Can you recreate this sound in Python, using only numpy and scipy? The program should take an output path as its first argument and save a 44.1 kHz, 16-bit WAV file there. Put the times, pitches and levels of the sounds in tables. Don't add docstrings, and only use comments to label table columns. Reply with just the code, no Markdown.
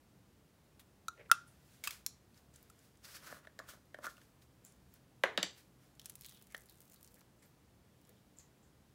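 import sys
import numpy as np
from scipy import signal
from scipy.fft import rfft, irfft
from scipy.io import wavfile
from scipy.ndimage import uniform_filter1d

SR = 44100
rng = np.random.default_rng(int(sys.argv[2]) if len(sys.argv) > 2 else 0)


def boost_factor(decibels):
    exponent = np.asarray(decibels, float) / 20
    return 10 ** exponent


def generate_wav(sig):
    pcm = np.round(np.clip(np.atleast_2d(sig).T, -1, 1) * 32767).astype(np.int16)
    wavfile.write(sys.argv[1], SR, pcm)


N = 394254
AGE = np.arange(6000) / SR


def rms_one(x):
    return x / np.sqrt(np.mean(x ** 2) + 1e-30)


def filtered(x, hz, kind="low", order=2):
    return signal.sosfilt(signal.butter(order, hz, kind, fs=SR, output="sos"), x)


def at_hz(points, hz):
    points = np.array(points)
    return np.interp(np.log(hz), np.log(points[:, 0]), points[:, 1])


def coloured(x, spectrum):
    hz = np.maximum(np.fft.rfftfreq(len(x), 1 / SR), 1)
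    return rms_one(irfft(rfft(x) * boost_factor(at_hz(spectrum, hz)), len(x)))


def resonance(x, hz, width_hz):
    r = np.exp(-np.pi * width_hz / SR)
    poles = [1, -2 * r * np.cos(2 * np.pi * hz / SR), r * r]
    return signal.lfilter([(1 - r * r) / 2, 0, (r * r - 1) / 2], poles, x)


def twice_resonant(x, hz, width_hz):
    return resonance(resonance(x, hz, width_hz), hz, width_hz)


def grains(per_s, spread_db):
    sizes = boost_factor(spread_db * np.minimum(rng.exponential(1, N), 4)) * rng.standard_normal(N)
    return sizes * (rng.random(N) < per_s / SR)


def add(out, s, sound):
    at = round(s * SR)
    out[at:at + len(sound)] += sound[:N - at]


def strokes(rows):
    s, peak_db, rise, fall = np.transpose([row[:4] for row in rows])[:, :, None]
    since = np.arange(0, N, 32) / SR - s
    return boost_factor(peak_db + 20 * np.minimum(since / rise, -since / fall))


def joined(gains):
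    return np.interp(np.arange(N) / 32, np.arange(gains.shape[1]), gains.sum(axis=0))


def crack(noise, hz, t60, width, flat_db, spike):
    burst = noise * boost_factor(-60 * AGE / t60) * (1 - np.exp(-AGE / (0.0037 * t60)))
    burst[1] += spike
    base = filtered(burst, 2400, "high")
    sound = resonance(base, hz, width * hz) + boost_factor(flat_db) * base
    return sound / np.max(np.abs(sound))


def blows(events, modes, spread_db, rise_s, flat_db, crack_t60, ring, split_hz=1000, swell_cycles=1e-6):
    out = np.zeros(N)
    hz, db, t60 = np.transpose(modes)[:, :, None]
    signs = (-1.) ** np.arange(len(modes))[:, None]
    rings = signs * np.sin(2 * np.pi * hz * AGE) * boost_factor(db - 60 * AGE / (ring * t60))
    rings *= 1 - np.exp(-AGE / rise_s)
    rings *= np.minimum(AGE * hz / swell_cycles, 1) ** 2
    is_low = hz[:, 0] < split_hz
    for s, peak_db, crack_db, crack_hz, low_db in events:
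        strengths_db = spread_db * rng.standard_normal(len(modes)) + low_db * is_low
        body = boost_factor(strengths_db) @ rings
        body = body / np.max(np.abs(body))
        noise = rng.standard_normal(len(AGE))
        edge = boost_factor(crack_db) * crack(noise, crack_hz, crack_t60, 0.451, flat_db, spike=3.934)
        add(out, s, boost_factor(peak_db) * (body + edge))
    return out


def snaps(events, width, flat_db, gain_db, spike):
    out = np.zeros(N)
    for s, peak_db, hz, t60, dull_db in events:
        bright, dull = rng.standard_normal((2, len(AGE)))
        push = twice_resonant(dull * boost_factor(-60 * AGE / (1.2 * t60)), 1100, 2600)
        sound = crack(bright, hz, t60, width, flat_db, spike) + boost_factor(dull_db) * push / np.max(np.abs(push))
        add(out, s, boost_factor(peak_db + gain_db) * sound)
    return out


def films(events, t60, dull_db, dull_db_per_octave):
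    return [(s, db, hz, t60, dull_db + dull_db_per_octave * np.log2(hz / 6000)) for s, db, hz in events]


def pings(events, swell_cycles):
    out = np.zeros(N)
    for s, db, hz, t60 in events:
        swell = np.minimum(AGE * hz / swell_cycles, 1) ** 2
        add(out, s, boost_factor(db - 60 * AGE / t60) * swell * np.sin(2 * np.pi * hz * AGE))
    return out


# pitch_hz, width_hz, level_db
HUMS = [(64.5, 29, -4.5), (128.6, 34.3, -1.5), (188.6, 29, -8.5), (285, 81, -13)]


def rumble():
    out = np.zeros(N)
    lumps_db, lumps_per_s = 3, 4.7
    for hz, width_hz, db in HUMS:
        knots = rng.standard_normal(80)
        swell_db = lumps_db * np.interp(np.arange(N) / SR * lumps_per_s, np.arange(80), knots)
        out += boost_factor(db + swell_db) * rms_one(twice_resonant(rng.standard_normal(N), hz, width_hz))
    return boost_factor(-74.5) * out


# pitch_hz, level_db (per Hz)
FLOOR = [(18, -37.5), (56, -4.5), (189, -6.5), (551, -16), (966, -20.5), (2660, -27.5), (15780, -34.5),
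         (15950, -60.5)]


def microphone_hiss():
    return boost_factor(-68) * coloured(rng.standard_normal(N), FLOOR)


# pitch_hz, t60_s, level_db
ROOM = [(255.1, 0.47, -0.5), (600, 0.29, -0.5), (1297, 0.24, -2), (3000, 0.29, -6), (6063, 0.28, -3.5),
        (14000, 0.089, -3.5)]


def room(x, shifts_hz):
    t, tails, gap_s = np.arange(SR // 2) / SR, 0, 0.0023
    strength = np.array(ROOM)[:, ::2]
    turn = 2 * np.pi * np.outer(shifts_hz, np.arange(N) / SR)
    copies = x * np.vstack([np.cos(turn), np.sin(turn)])
    edges = 120 * 2 ** np.arange(0, 7.3, .5)
    for low, high in zip(edges, edges[1:]):
        band = filtered(rng.standard_normal((len(copies), len(t))), [low, high], "band")
        hz = np.sqrt(low * high)
        tails = tails + band * boost_factor(at_hz(strength, hz) - 60 * t / at_hz(ROOM, hz))
    tails = tails * np.clip(t / gap_s, 0, 1) ** 2
    tails = tails / np.sqrt(np.sum(tails ** 2) / 2)
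    return signal.fftconvolve(copies, tails, axes=1).sum(axis=0)[:N]


# start_s, peak_db, crack_db (over peak), crack_hz, low_modes_db
TAPS = [
    (1.2925, -57, -19, 3000, 6.5),
    (1.2985, -39, -20.5, 3500, 14),
    (1.3145, -10, -0.5, 3300, -1.5),
    (2.6996, -55.5, 9, 8250, -1),
]
# pitch_hz, level_db, t60_s
EMPTY_JAR = [(740, -32, 0.024), (1262, 0, .028), (1385, 0, .028), (1980, -9.5, 0.012), (2660, -22, 0.03),
             (3869, -16.5, .012), (4500, -20.5, 0.014), (6700, -19.5, 0.012), (7700, -22, 0.012),
             (9500, -18.5, 0.016)]
# start_s, peak_db, crack_db (over peak), crack_hz, low_modes_db
FIRST_TAP = [
    (1.0828, -28, -4, 6407, 0),
]
# pitch_hz, level_db, t60_s
JAR_THREADS = [(1307.4, 1, 0.027), (1420, -6, 0.023), (2500, -15, .012), (3900, -3.5, 0.012),
               (4555, -17.5, 0.025), (5900, -7, .012), (6900, -15, 0.023), (7750, -12, 0.015),
               (9000, -35, 0.0104)]


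def spoon_taps():
    taps = blows(TAPS, EMPTY_JAR, spread_db=7.5, rise_s=0.00063, flat_db=-7.5, crack_t60=0.022,
                 ring=1.0, split_hz=1700)
    return taps + blows(FIRST_TAP, JAR_THREADS, spread_db=2.6, rise_s=0.0005, flat_db=-9,
                        crack_t60=.018, ring=1.0)


# start_s, level_db, overtone_db
AFTER_RINGS = [
    (1.0829, -51.5, -25),
    (1.316, -36.5, 0.5),
]
# pitch_hz, level_db, t60_s
JAR_AIR = [(1400, -1.5, 0.25), (1380, -5.5, .24), (1442, -12.5, .18), (1290, -5, .18), (1316, -12, .14),
           (1207, -10.5, .14), (1165, -15, .14), (2677, -3, 0.089)]


def jar_air():
    out, age = np.zeros(N), np.arange(SR // 3) / SR
    for s, db, overtone_db in AFTER_RINGS:
        tones = 0
        for k, (hz, tone_db, t60) in enumerate(JAR_AIR):
            gain = boost_factor(tone_db + overtone_db * (hz > 2000) - 60 * age / t60)
            tones = tones + gain * np.sin(2 * np.pi * hz * age + k * k)
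        add(out, s, boost_factor(db) * tones * (1 - np.exp(-age / 0.0036)))
    return out


# start_s, peak_db, pitch_hz, t60_s, dull_db
SNAPS = [
    (0.7945, -48.5, 3640, 0.089, -8),
    (1.8386, -30, 7500, 0.056, -15),
    (1.8734, -23.5, 7000, 0.03, -29),
    (1.9073, -31, 6000, 0.026, -26),
]
# start_s, peak_db, pitch_hz, t60_s, dull_db
SEAL = [
    (2.0633, -20.5, 5000, 0.016, -28),
    (2.0642, -22.5, 14000, 0.019, -31.5),
]
# start_s, peak_db, pitch_hz
TICKS = [(2.3437, -59, 4210), (2.376, -52, 4830), (2.539, -54, 7000), (2.5592, -48, 7560),
         (2.6274, -48, 14500), (2.79, -55, 7100), (2.9557, -63, 3240), (2.9726, -55, 7960),
         (3.452, -57, 3370), (3.7867, -66, 5270), (3.855, -62, 11100), (4.1679, -51.5, 2660),
         (4.235, -58, 11200), (4.4204, -58, 3780), (4.6495, -46.5, 14000), (4.722, -55, 7750),
         (4.6445, -58, 14000), (4.9387, -47.5, 14950)]


def fingers_and_seal():
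    out = snaps(SNAPS, width=0.22, flat_db=2.0, gain_db=-1.5, spike=0.5)
    out += snaps(SEAL, width=0.5, flat_db=-5.0, gain_db=1.0, spike=4.4)
    ticks = films(TICKS, t60=0.019, dull_db=-31.0, dull_db_per_octave=6.0)
    return out + snaps(ticks, width=0.25, flat_db=-16.5, gain_db=-1.0, spike=0.5)


# start_s, peak_db, crack_db (over peak), crack_hz, low_modes_db
LID_POPS = [
    (1.8734, -26.5, -5, 4100, 0),
    (1.8795, -37, -12, 4000, -1),
    (1.893, -49, -15, 3100, -20),
]
# pitch_hz, level_db, t60_s
LID_TOP = [(1160, -1.5, 0.024), (1440, -10, 0.029), (1700, -3, 0.037), (2600, 3, 0.028), (3200, -1, 0.047),
           (4010, -7, 0.022), (4870, -1, 0.022), (6140, -8, .015)]


def lid_pops():
    return blows(LID_POPS, LID_TOP, spread_db=1.5, rise_s=0.00047, flat_db=-8, crack_t60=0.026,
                 ring=0.83, split_hz=2000)


# start_s, peak_db, crack_db (over peak), crack_hz, low_modes_db
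KNOCKS = [(3.271, -44, 1, 4520, -9), (3.325, -35.5, -15, 3350, 5.5), (3.344, -47, -1, 3000, -3),
          (3.368, -48, -3, 2740, -20), (3.599, -36, -19, 4430, 2), (3.688, -43.5, -6, 5280, 1),
          (3.735, -50, -3, 3500, 8), (3.772, -58.5, -14, 4500, 15), (3.987, -40, -12, 3220, 11),
          (4.042, -35, -5, 4530, -4), (4.057, -42, 6, 5100, -17), (4.0665, -30, -6.5, 5700, -0.5),
          (4.0785, -44, -23, 4400, -16), (4.073, -36.5, -20, 4400, -12), (4.083, -40, -20, 4400, -21),
          (4.180, -53, 0, 2600, -5)]
# pitch_hz, level_db, t60_s
FULL_JAR = [(300, -12, 0.034), (595, 1, 0.019), (975.5, -12.5, .02), (1178, 1.5, 0.014), (1430, 4.5, 0.02),
            (1735, -4.5, 0.026), (2106, -13.5, 0.015), (3343, -18, 0.015)]
# start_s, peak_db, crack_db (over peak), crack_hz, low_modes_db
RIM_KNOCKS = [
    (3.471, -41.5, -13, 3180, -3),
    (3.590, -36, -2.5, 4580, -0.5),
    (3.944, -34.5, -15, 3060, 1),
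    (4.049, -45, -8, 3000, 7),
    (4.215, -58, 2, 3000, -11),
]
# pitch_hz, level_db, t60_s
RIM = [(400, -13, .02), (620, -3, .026), (1450, -5, .014), (1620, -3, .016), (1800, 0, .017),
       (2150, -9, .012), (3300, -14, .01)]
# start_s, peak_db, crack_db (over peak), crack_hz, low_modes_db
LID_RINGS = [
    (1.8386, -34.5, -12, 5000, -2.5),
    (1.853, -55, -10, 3700, -5),
    (1.9073, -39, -8, 4500, -9),
]
# pitch_hz, level_db, t60_s
LID_SHELL = [(1480, -11, 0.016), (1770, -14, 0.077), (2230, 2, 0.032), (3300, -4, 0.028), (3750, -13, .06),
             (4220, -8, 0.059), (5170, -3, .02)]


def lid_knocks():
    out = blows(KNOCKS, FULL_JAR, spread_db=3.0, rise_s=0.0015, flat_db=-4, crack_t60=0.019,
                ring=0.99, swell_cycles=1.25)
    out += blows(RIM_KNOCKS, RIM, spread_db=0.5, rise_s=0.0012, flat_db=-20, crack_t60=0.027,
                 ring=0.99, swell_cycles=1.2)
    return out + blows(LID_RINGS, LID_SHELL, spread_db=2.0, rise_s=0.00039, flat_db=-18,
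                       crack_t60=0.025, ring=1.0, split_hz=2000)


# pitch_hz, level_db (per Hz)
RUB_COLOUR = [(880, -32.5), (1500, -8), (2400, -8.5), (2770, -8.5), (5500, -8.5), (15100, -13),
              (15700, -13), (16100, -40)]
# peak_s, hiss_db, rise_s, fall_s
# (times for 20 dB)
BRUSHES = [(1.478, -74.5, 0.021, 0.058), (1.526, -81, 0.036, 0.075), (1.74, -69.5, .3, 0.27),
           (1.848, -49.5, 0.0091, 0.099), (1.925, -56.5, 0.018, 0.076), (2.374, -70, 0.067, 0.093),
           (2.546, -70.5, 0.024, 0.27), (2.846, -71.5, 0.17, 0.11), (4.224, -72.5, 0.18, 0.17),
           (4.422, -69.5, 0.018, 0.048), (4.66, -71, 0.032, 0.13), (8.395, -71, .04, .08),
           (4.96, -70.5, 0.099, .04), (5.58, -63.5, 0.042, 0.1), (5.83, -75, 0.077, 0.24),
           (7.426, -69.5, 0.008, 0.11)]
# peak_s, hiss_db, rise_s, fall_s, jar_hum_db (over hiss)
TURNS = [(3.049, -55.5, 0.021, 0.04, -4.5), (3.086, -62.5, 0.033, 0.059, -2),
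         (3.12, -59.5, 0.044, 0.038, -14), (3.148, -59.5, 0.014, 0.069, -7), (3.166, -56, 0.039, 0.027, -5),
         (3.24, -66, 0.058, .06, 2), (3.275, -58.5, 0.064, 0.056, 1.5), (3.315, -61.5, 0.046, 0.057, 6.5),
         (3.355, -66, 0.054, 0.055, -5), (3.388, -70, .04, .02, 2), (3.452, -76.5, 0.038, 0.0084, 17.5),
         (3.64, -77, 0.088, 0.07, 14), (3.693, -53, 0.022, 0.069, -8), (3.75, -81, 0.03, 0.026, 16),
         (4.047, -51.5, 0.024, 0.034, 6), (4.1, -61.5, 0.026, 0.058, -20)]
# peak_s, level_db, rise_s, fall_s
BINDS = [
    (3.05, -56.5, .015, 0.029),
    (3.1, -69, 0.045, .06),
    (3.162, -56, 0.044, 0.027),
    (3.272, -64, 0.047, 0.027),
    (3.31, -69, .04, 0.066),
]


def rubbing():
    hiss = coloured(grains(per_s=22000, spread_db=1.5), RUB_COLOUR)
    scuff = rms_one(twice_resonant(hiss[::-1], 4800, 2500))
    slips = filtered(grains(per_s=2700, spread_db=1.0), 2200)
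    hum = sum(boost_factor(db) * resonance(slips, hz, 4.8 / t60) for hz, db, t60 in FULL_JAR)
    brushes, turns = joined(strokes(BRUSHES)), strokes(TURNS)
    pressed = boost_factor(-8.5) * brushes + joined(turns * boost_factor(np.array(TURNS)[:, 4:]))
    out = (brushes + joined(turns)) * hiss
    out += joined(strokes(BINDS)) * scuff
    return out + boost_factor(-1.5) * pressed * rms_one(hum)


# start_s, peak_db, crack_db (over peak), crack_hz, low_modes_db
DROPS = [
    (5.2362, -16.5, -7.5, 2780, -3),
    (5.3755, -20, -4.5, 3560, -3.5),
    (5.4288, -21, -2, 4500, -8),
]


def clatter():
    out = np.zeros(N)
    for s, peak_db, crack_db, crack_hz, _ in DROPS:
        noise = rng.standard_normal(len(AGE))
        rattle = noise * boost_factor(-60 * AGE / 0.032) * (1 - np.exp(-AGE / 0.00063))
        dull = twice_resonant(rattle, 1450, 1500)
        bright = twice_resonant(rattle, 0.32 * crack_hz, 3040)
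        add(out, s, boost_factor(peak_db + 2.5) * (dull + boost_factor(crack_db - 15.0) * bright))
    return out


# pitch_hz, level_db, t60_s
LID_ON_TABLE = [(204, -20.5, 0.097), (326, -26, 0.0571), (550, 6.5, 0.04), (710, -14, 0.027),
                (830, -3, 0.023), (955, -9, 0.041), (1114, -6, 0.027), (1392, -3.5, 0.031),
                (1608, -3.5, 0.039), (1700, -16, 0.031), (1961, -2, 0.028), (2330, -16, 0.02)]
# pitch_hz, level_db, t60_s
LID_EDGE = [(188, -13, 0.21), (343, -19, 0.21), (580, 16, 0.022), (875, -9, 0.024), (1250, -11, 0.025),
            (1850, -12, 0.058), (2210, -8.5, 0.048), (2600, -11, 0.018), (3000, 4, 0.018),
            (3370, -8, 0.019), (3840, 0, 0.028), (4460, 0, 0.014)]
# start_s, peak_db, pitch_hz, t60_s
ROCKS = [
    (5.3765, -36.5, 7530, .012),
    (5.378, -18, 667, 0.011),
    (5.379, -30.5, 270, 0.044),
    (5.4295, -26, 7700, 0.0076),
    (5.4305, -30, 5940, 0.0061),
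    (5.4312, -28, 3730, 0.011),
    (5.432, -39, 298, 0.046),
    (5.378, -29.5, 1290, 0.021),
]


def lid_drop():
    out = blows(DROPS[:1], LID_ON_TABLE, spread_db=1.8, rise_s=0.00094, flat_db=-57, crack_t60=0.015,
                ring=0.81, swell_cycles=1.72)
    out += blows(DROPS[1:], LID_EDGE, spread_db=1.0, rise_s=0.0017, flat_db=-28, crack_t60=0.018,
                 ring=0.55, swell_cycles=2.97)
    return out + clatter() + pings(ROCKS, swell_cycles=1.78)


# start_s, peak_db, crack_db (over peak), crack_hz, low_modes_db
SPOON_ON_RIM = [
    (6.5435, -68, 19, 12300, -9),
    (6.5465, -29.5, -8.5, 3300, -5),
]
# pitch_hz, level_db, t60_s
WET_RIM = [(596, -3, 0.013), (1310, -5, 0.011), (1830, 2.5, 0.019), (2180, -14, 0.011), (3300, 0, 0.0053)]


def spoon_on_rim():
    return blows(SPOON_ON_RIM, WET_RIM, spread_db=1.0, rise_s=0.00023, flat_db=-14, crack_t60=0.025, ring=0.99)


# peak_s, haze_db, rise_s, fall_s, hollow_note_db (over haze)
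WIPES = [
    (1.179, -68, 0.012, 0.012, 2),
    (1.198, -63, 0.02, 0.02, 4),
    (1.213, -65, 0.015, 0.023, 6),
    (1.231, -74, 0.037, .03, -8),
    (1.259, -67, .012, 0.018, 2),
    (7.15, -87.5, .05, 0.065, 15),
    (7.45, -84.5, .03, .05, 9),
    (8.1, -79, .04, .05, 8.5),
    (6.52, -69, 0.046, 0.061, -11.5),
]


def wiping():
    haze = twice_resonant(grains(per_s=5000, spread_db=2.0), 1900, 1100)
    hollow = twice_resonant(rng.standard_normal(N), 465, 220)
    share = 0.97
    notes = [(s, db + note_db, share * rise, share * fall) for s, db, rise, fall, note_db in WIPES]
    return joined(strokes(WIPES)) * rms_one(haze) + joined(strokes(notes)) * rms_one(hollow)


# peak_s, level_db, pitch_hz, fall_s, half_width_hz
SQUEEZES = [(1.476, -67.5, 9550, 0.06, 1100), (4.657, -66, 7270, 0.08, 1000), (4.66, -68, 9800, 0.079, 500),
            (6.255, -66, 3900, 0.14, 450), (6.33, -76, 3670, 0.14, 450), (6.694, -66.5, 4174, 0.059, 450),
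            (6.912, -71, 7000, 0.06, 600), (6.961, -70, 4190, 0.035, 450), (7.17, -72, 1900, 0.062, 400),
            (7.39, -76, 7600, .05, 600), (7.425, -68.5, 2060, 0.042, 249), (7.425, -73, 7700, .05, 500),
            (7.425, -75, 10000, .05, 500), (7.458, -73, 13500, .06, 900), (8.371, -71, 7370, 0.036, 500),
            (8.394, -61, 7070, 0.068, 600), (8.398, -76, 1890, .05, 400), (8.398, -71, 4390, .04, 502),
            (8.631, -76.5, 7200, 0.1, 700)]


def squeezed_air():
    out = np.zeros(N)
    since = np.arange(-2000, 12000) / SR
    rise_s, sag_hz_per_s = .007, 4900
    for s, db, hz, fall, width_hz in SQUEEZES:
        a, b = rms_one(filtered(rng.standard_normal((2, len(since))), width_hz))
        phase = 2 * np.pi * np.cumsum(hz - sag_hz_per_s * np.clip(since, 0, 0.15)) / SR
        gain = boost_factor(db + 20 * np.minimum(since / rise_s, -since / fall))
        add(out, s + since[0], gain * (a * np.cos(phase) + b * np.sin(phase)))
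    return out


# time_s, hiss_db, tilt_db (raises the bright part, lowers the wet band)
SLIDES = [
    [(5.97, -93, 6.5), (6.054, -58, 0), (6.19, -86, -3), (6.22, -69, 13), (6.35, -57, 0), (6.45, -71, 4),
     (6.63, -80, 13), (7.18, -81, 16), (7.27, -82, 4)],
    [(7.3, -82, 6.5), (7.6, -93, 9)],
    [(7.95, -76, 0.5), (8.2, -71, -2)],
]


def slide_curve(column, outside):
    out = np.full(N, float(outside))
    for rows in SLIDES:
        rows = np.array(rows)
        at = np.arange(int(rows[0, 0] * SR), min(int(rows[-1, 0] * SR), N))
        out[at] = np.interp(at / SR, rows[:, 0], rows[:, column])
    return out


def slime_fizz():
    fizz = grains(per_s=780, spread_db=1.0) + .5 * rng.standard_normal(N)
    broad = filtered(fizz, [2600, 7000], "band")
    dull = rms_one(broad + 1.2 * resonance(broad, 3400, 900))
    bright = rms_one(filtered(fizz, 7000, "high"))
    tilt = boost_factor(slide_curve(column=2, outside=0))
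    gain = uniform_filter1d(boost_factor(slide_curve(column=1, outside=-140)), size=300)
    return boost_factor(-10.5) * gain * (dull / tilt + bright * tilt)


def crackle():
    when, size, pitch = rng.random((55, 3)).T
    low_hz, high_hz = 5000, 15000
    return zip(6.0 + 1.22 * when, -53.5 - 7 * np.sqrt(size), low_hz * (high_hz / low_hz) ** pitch)


# start_s, peak_db, pitch_hz
DIG_POPS = [(5.9526, -56, 8390), (5.9959, -35.5, 3320), (6.0164, -44, 3450), (6.0578, -28.5, 7940),
            (6.0975, -30.5, 10000), (6.1067, -54, 3020), (6.1545, -33.5, 12400), (6.2104, -36.5, 12500),
            (6.22, -43, 4760), (6.2354, -46, 3480), (6.2467, -35.5, 3470), (6.2544, -39, 3670),
            (6.2622, -34.5, 14500), (6.2857, -44, 3640), (6.294, -39, 9300), (6.3, -47, 3650),
            (6.3107, -47, 5290), (6.347, -47, 9380), (6.3726, -47, 3450), (6.4237, -43, 12400),
            (6.4702, -49, 9720), (6.523, -43.5, 8300)]
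# start_s, peak_db, pitch_hz
PULL_POPS = [(6.5665, -40.5, 7550), (6.5787, -39, 13330), (6.6074, -46, 12700), (6.6189, -47, 8600),
             (6.6583, -48, 11500), (6.697, -41.5, 13900), (6.773, -54, 9540), (6.805, -41, 13570),
             (6.817, -46, 9880), (6.8463, -58, 14000), (6.8683, -57, 12200), (6.8984, -45, 14000),
             (6.9162, -55.5, 6950), (6.9407, -44, 11800), (7.007, -57, 12800), (7.0293, -39.5, 14000),
             (7.0457, -42, 6700), (7.0757, -45, 6650), (7.084, -55, 4750), (7.143, -44, 12850),
             (7.193, -49, 12300), (7.209, -48, 6330), (8.0145, -55, 9710), (8.051, -53.5, 7000),
             (8.0721, -53, 12000), (8.093, -44.5, 12480), (8.3865, -54, 12000)]
# start_s, peak_db, pitch_hz
FINE_POPS = [(6.0294, -54, 9000), (6.046, -48, 6000), (6.0883, -50, 12100), (6.1214, -48, 14000),
             (6.139, -52, 8000), (6.1814, -54, 6100), (6.1894, -56, 9000), (6.203, -52, 12560),
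             (6.228, -56, 14000), (6.3224, -46, 4840), (6.4144, -48, 3000), (6.6364, -50, 14540),
             (6.6878, -49, 3970), (6.71, -51, 12100), (6.7237, -48, 13900), (6.7444, -57.5, 14800),
             (6.756, -51, 9580), (6.7849, -51, 8500), (6.8204, -53, 9840), (6.8274, -49, 13540),
             (6.8544, -52, 15300), (6.8794, -56, 14400), (6.921, -46, 10500), (6.934, -46, 13900),
             (6.9444, -44, 14500), (6.9616, -56, 14000), (7.0107, -48, 14100), (7.0644, -50, 9860),
             (7.1097, -58, 12800), (7.122, -58, 12900), (7.1594, -54, 12000), (7.1867, -54, 13000),
             (7.2134, -52, 1700)]
# start_s, peak_db,
# pitch_hz, t60_s
PINGS = [(4.644, -57, 7400, .005), (4.6493, -43, 7300, 0.0072), (4.6495, -57, 9900, .005),
         (4.6655, -51, 7500, .007), (4.683, -61, 9700, .007), (4.718, -58, 14000, 0.0022),
         (4.7635, -60, 14300, .003), (7.084, -56, 4800, .006), (6.5965, -46, 8500, 0.0022),
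         (8.3725, -60, 7600, .006), (8.3863, -36.5, 7300, .005), (8.433, -62, 13500, .002)]


def slime_pops():
    dig = films(DIG_POPS, t60=0.025, dull_db=-23, dull_db_per_octave=-5.5)
    pull = films(PULL_POPS, t60=0.023, dull_db=-32, dull_db_per_octave=-1.0)
    faint = films(crackle(), t60=0.022, dull_db=-22, dull_db_per_octave=-9)
    fine = films(FINE_POPS, t60=0.012, dull_db=-15.5, dull_db_per_octave=-4.5)
    out = snaps(dig, width=0.72, flat_db=-11.5, gain_db=0.5, spike=8.2)
    out += snaps(pull, width=0.65, flat_db=-8.0, gain_db=0.0, spike=8.2)
    out += snaps(faint, width=0.7, flat_db=-7, gain_db=1.5, spike=5.2)
    out += snaps(fine, width=0.46, flat_db=-1, gain_db=1.0, spike=6.9)
    return out + pings(PINGS, swell_cycles=2.5)


def scene():
    floor = microphone_hiss() + rumble()
    taps = spoon_taps() + jar_air()
    knocks, drops = lid_knocks(), lid_drop()
    close = fingers_and_seal() + lid_pops() + rubbing() + spoon_on_rim() + wiping()
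    close += squeezed_air() + slime_fizz() + slime_pops()
    note = boost_factor(-8.5) * filtered(taps, 2000)
    tick = boost_factor(-5.0) * filtered(taps, 2200, "high")
    thin = boost_factor(6.5) * filtered(drops, 750, "high")
    diffuse = room(close + tick + thin, shifts_hz=[40, 105, 175])
    hollow = room(note + boost_factor(1.5) * knocks, shifts_hz=[18])
    sounds = taps + knocks + drops + close + boost_factor(-15) * (diffuse + hollow)
    sounds = filtered(sounds, 125, "high", order=3)
    return (sounds + floor)[None]


def band_limit(x):
    return signal.sosfilt(signal.butter(12, 17010, fs=SR, output="sos"), x)


def record(dry):
    top_cut = signal.cheby2(10, 40, 16700, fs=SR, output="sos")
    mix = signal.sosfilt(top_cut, dry)
    return band_limit(mix)


dry = scene()
out = record(dry)
generate_wav(out)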